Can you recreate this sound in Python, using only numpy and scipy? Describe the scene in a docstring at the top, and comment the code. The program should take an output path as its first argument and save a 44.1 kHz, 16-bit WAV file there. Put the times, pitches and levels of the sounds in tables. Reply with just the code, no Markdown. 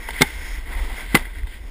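"""On packed snow, skis glide along, heard from a small body-worn camera.
Friction and breaking crystals make a grainy hiss that excites the resonances of the plastic case.
Twice the gear knocks hard against the camera, a dull thump and then a crack; it also taps lightly.
Wind buffets the case. The recorder holds coarse samples and clips when it is overloaded."""
import sys
import numpy as np
from scipy import signal
from scipy.io import wavfile
from scipy.ndimage import uniform_filter1d

SR = 44100
rng = np.random.default_rng(int(sys.argv[2]) if len(sys.argv) > 2 else 0)


def file_out(sig):
    """Save sig as 16-bit WAV at sys.argv[1]."""
    # one column per channel
    cols = np.atleast_2d(sig).T
    # limit, then scale
    lim = np.clip(cols, -1, 1)
    pcm = np.round(lim * 32767).astype(np.int16)
    wavfile.write(sys.argv[1], SR, pcm)


N = 74970

# The course of the glide. Each row: time in seconds, then the relative levels in dB of the low middle,
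# the case ring, the hiss and the thin upper ring.
GLIDE_LEVELS = [(0, -46, -38.5, -50.5, -55.5), (0.13, -43, -37, -44.5, -57), (0.2, -43, -28.5, -37.5, -53),
                (0.26, -41.5, -32.5, -41, -50), (0.32, -46, -39.5, -46.5, -54),
                (0.47, -43, -36.5, -45.5, -49.5), (0.56, -47.5, -37.5, -46, -51.5),
                (0.635, -49, -47, -53.5, -66), (0.73, -38.5, -35, -44.5, -60), (0.86, -40.5, -40, -45, -55),
                (0.91, -39.5, -40.5, -45, -61), (1.0, -39.5, -34.5, -42, -51.5),
                (1.08, -47.5, -42.5, -47, -67), (1.19, -34.5, -35, -38.5, -53),
                (1.24, -48.5, -42.5, -50, -67), (1.27, -46.5, -41, -48.5, -66),
                (1.325, -52.5, -48, -54.5, -71), (1.385, -46.5, -39.5, -48.5, -64),
                (1.42, -52.5, -51.5, -55.5, -68), (1.455, -51.5, -52.5, -53.5, -77),
                (1.54, -52, -42.5, -48, -68), (1.6, -54.5, -52, -57.5, -66.5),
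                (1.69, -50.5, -52.5, -57.5, -62.5)]
# Resonances of the case, in four groups. Each row: frequency in Hz, bandwidth in Hz, relative gain in dB.
LOW_MODES = [(259, 137, 3.5), (440, 78, -6.5), (707, 210, -4.5), (901, 83, 1), (1307, 90, -13.5)]
CASE_MODES = [(1595, 59, 0), (2008, 218, 6.5)]
HISS_MODES = [(2650, 610, -0.5), (3230, 620, 5), (4630, 970, -12)]
UPPER_MODES = [(5350, 460, 0)]


def skis():
    """Source and filter: snow noise is heard as a broad slide and through the resonances of the case."""
    low_db, case_db, hiss_db, upper_db = in_time(GLIDE_LEVELS)
    slide = rms_one(filtered(snow(), [115, 1230], "band"))
    return (from_db(low_db - 6) * slide
            + from_db(low_db - 3) * resonate(snow(), LOW_MODES)
            + from_db(case_db - 0.5) * resonate(snow(), CASE_MODES)
            + from_db(hiss_db) * resonate(snow(), HISS_MODES)
            + from_db(upper_db + 3) * resonate(snow(), UPPER_MODES))


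def snow(grains_per_s=2500, grain_spread_db=3.5, grain_db=-4.5):
    """Friction noise plus the shot noise of breaking crystals, both modulated by uneven pressure."""
    breaks = rng.random(N) < grains_per_s / SR
    strength = from_db(grain_spread_db * np.minimum(rng.exponential(1, N), 4))
    grains = breaks * strength * rng.choice([-1, 1], N)
    friction = rng.standard_normal(N)
    pressure_db = rms_one(filtered(rng.standard_normal(N + SR), 30, "low")[SR:])
    return (friction + from_db(grain_db) * rms_one(grains)) * from_db(pressure_db)


# Hard knocks of the gear; levels are relative, and t60 is the time to decay by 60 dB.
# Each row: thump start in seconds, level in dB, rise and base t60 in seconds; crack start in seconds;
# crack, clack and second thump levels in dB; ring frequency in Hz, level in dB and t60 in seconds;
# hollow after-ring frequency in Hz and level in dB.
IMPACTS = [(0.2087, 4, 0.002, 0.043, .2182, 1, -14.5, -3.5, 2132, 7, 0.022, 872, -10.5),
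           (1.1442, 8, 0.0026, 0.024, 1.1510, -7.5, -6.5, -12.5, 2030, 2.5, 0.037, 995, -18)]
# Dull modes of the mount. Each row: frequency in Hz, relative level in dB, multiple of the base t60.
MOUNT_MODES = [(97, -13, 0.27), (160.5, -11.5, 1.27), (248, -2.5, 0.93), (311.1, -6, 1.28),
               (389, -9.5, 1.22), (447, -17.5, 1.34), (806, -15, 1.83), (1336, -34, 0.73), (1584, -9, 1.28),
               (3586, -6, 0.98)]


def knocks(crack_rise_s=0.00017):
    """Impacts excite damped modes: the mount thumps and scuffs, then the case cracks and rings."""
    out = 0
    for (thump_s, thump_db, rise_s, thump_t60, crack_s, crack_db, clack_db, second_db,
         ring_hz, ring_db, ring_t60, hollow_hz, hollow_db) in IMPACTS:
        for hz, mode_db, multiple in MOUNT_MODES:
            t60 = multiple * thump_t60
            rolloff = np.hypot(1, hz / 500)   # a soft contact drives high modes weakly
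            soft = from_db(thump_db) * ring(thump_s, hz, t60, rise_s) / rolloff
            hard = from_db(second_db) * ring(crack_s, hz, t60, crack_rise_s)
            out += from_db(mode_db) * (hard - soft)
        scuff = from_db(thump_db - 14) * burst(thump_s, t60=0.054, band_hz=[94, 3200], rise=rise_s)
        padding = from_db(thump_db - 12) * burst(thump_s, t60=0.055, band_hz=[76.4, 400], rise=rise_s)
        crack = from_db(crack_db) * burst(crack_s, t60=0.018, band_hz=[1760, 5840])
        woody_clack = from_db(clack_db) * burst(crack_s, t60=0.043, band_hz=[872, 1944])
        case_ring = from_db(ring_db) * ring(crack_s, ring_hz, ring_t60, crack_rise_s)
        after_ring = from_db(hollow_db) * ring(crack_s, hollow_hz, t60=0.062, rise=rise_s)
        out += scuff + padding + crack + woody_clack + case_ring + after_ring
    return out


# Light taps of the gear. Each row: start in seconds, relative levels in dB of the low middle,
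# the case ring and the hiss, then t60 in seconds.
TAPS = [(.0865, -18.5, -25.5, -28.5, 0.03), (0.105, -30, -28.5, -27, 0.028),
        (1.1696, -19, -20, -19.5, 0.022), (1.252, -52, -27.5, -39, 0.024), (1.355, -47, -30, -54, 0.016),
        (1.432, -42, -30.5, -54, 0.013), (1.469, -41, -38.5, -39, 0.034)]


def ticks(rise_s=0.0008):
    """Free vibration: each tap leaves the case ringing at its natural frequencies, with a puff of hiss."""
    out = 0
    for start, low_db, case_db, hiss_db, t60 in TAPS:
        for level_db, modes in ((low_db, LOW_MODES[1:]), (case_db, CASE_MODES)):
            for hz, _, mode_db in modes:
                out += from_db(level_db + mode_db) * ring(start, hz, t60, rise_s)
        hiss = resonate(rng.standard_normal(N), HISS_MODES)
        out += from_db(hiss_db) * decay(start, t60, rise_s) * hiss
    return out


# Gusts on the case. Each row: time in seconds, level in dB.
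GUSTS = [(0, -34), (.3, -32.5), (.58, -26.5), (.67, -32.5), (.78, -21.5), (.88, -23.5), (1.0, -36),
         (1.08, -30), (1.27, -28.5), (1.34, -36), (1.42, -21), (1.52, -37.5), (1.7, -31)]


def wind(rush_db=-52.5):
    """Turbulent pressure: deep buffeting follows the gusts, over a faint steady rush of air."""
    gust_db, = in_time(GUSTS)
    buffet = filtered(rng.standard_normal(N + SR), [19.9, 51.9], "band")
    buffet = filtered(buffet, 79.3, "low", order=6)[SR:]
    running_rms = np.sqrt(uniform_filter1d(buffet ** 2, size=4000))
    rush = rms_one(filtered(rng.standard_normal(N), [93, 370], "band"))
    return from_db(gust_db) * buffet / running_rms + from_db(rush_db) * rush


def resonate(x, modes):
    """Forced vibration: parallel resonators add, with steep skirts beyond the outer two; unit rms."""
    out = 0
    for hz, width_hz, db in modes:
        radius = np.exp(-np.pi * width_hz / SR)
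        feedback = [1, -2 * radius * np.cos(2 * np.pi * hz / SR), radius ** 2]
        out += from_db(db) * (1 - radius ** 2) / 2 * signal.lfilter([1, 0, -1], feedback, x)
    edges_hz = [0.87 * modes[0][0], 1.2 * modes[-1][0]]
    return rms_one(filtered(out, edges_hz, "band", order=4))


def ring(start, hz, t60, rise):
    """A struck mode vibrates as a damped sinusoid."""
    return decay(start, t60, rise) * np.sin(2 * np.pi * hz * (np.arange(N) / SR - start))


def burst(start, t60, band_hz, rise=1e-4):
    """A transient without pitch is a damped band of noise."""
    return decay(start, t60, rise) * rms_one(filtered(rng.standard_normal(N), band_hz, "band", order=3))


def decay(start, t60, rise):
    """Exponential damping: after a rounded rise, the level falls 60 dB every t60 seconds."""
    age = np.maximum(np.arange(N) / SR - start, 0)
    return (1 - np.exp(-age / rise)) ** 2 * from_db(-60 * age / t60)


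def from_db(db):
    """Amplitude grows tenfold for every 20 dB."""
    return 10 ** (np.asarray(db) / 20)


def rms_one(x):
    """Normalisation to unit rms."""
    return x / np.sqrt(np.mean(x ** 2) + 1e-20)


def in_time(rows):
    """Linear interpolation gives each level column a value at every sample."""
    times, *columns = np.transpose(rows)
    return [np.interp(np.arange(N) / SR, times, column) for column in columns]


def filtered(x, hz, kind, order=2):
    """Butterworth filtering, with a maximally flat passband."""
    return signal.sosfilt(signal.butter(order, hz, kind, fs=SR, output="sos"), x)


def scene():
    """Superposition: the sources add at one microphone."""
    return (skis() + wind() + knocks() + ticks())[None]


def record(dry, overload=0.86, cutoff_hz=15500):
    """Sample and hold at 12 kHz mirrors the spectrum into the treble; peaks clip and the top is cut."""
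    band_limited = filtered(dry, 5495, "low", order=12)
    at_48_khz = signal.resample_poly(band_limited, 160, 147, axis=1)
    held = np.repeat(at_48_khz[:, ::4], 4, axis=1)
    stepped = signal.resample_poly(held, 147, 160, axis=1)[:, :N]
    clipped = np.clip(stepped, -overload, overload)
    return signal.sosfilt(signal.ellip(14, .1, 80, cutoff_hz, fs=SR, output="sos"), clipped)


dry = scene()
out = record(dry)
file_out(out)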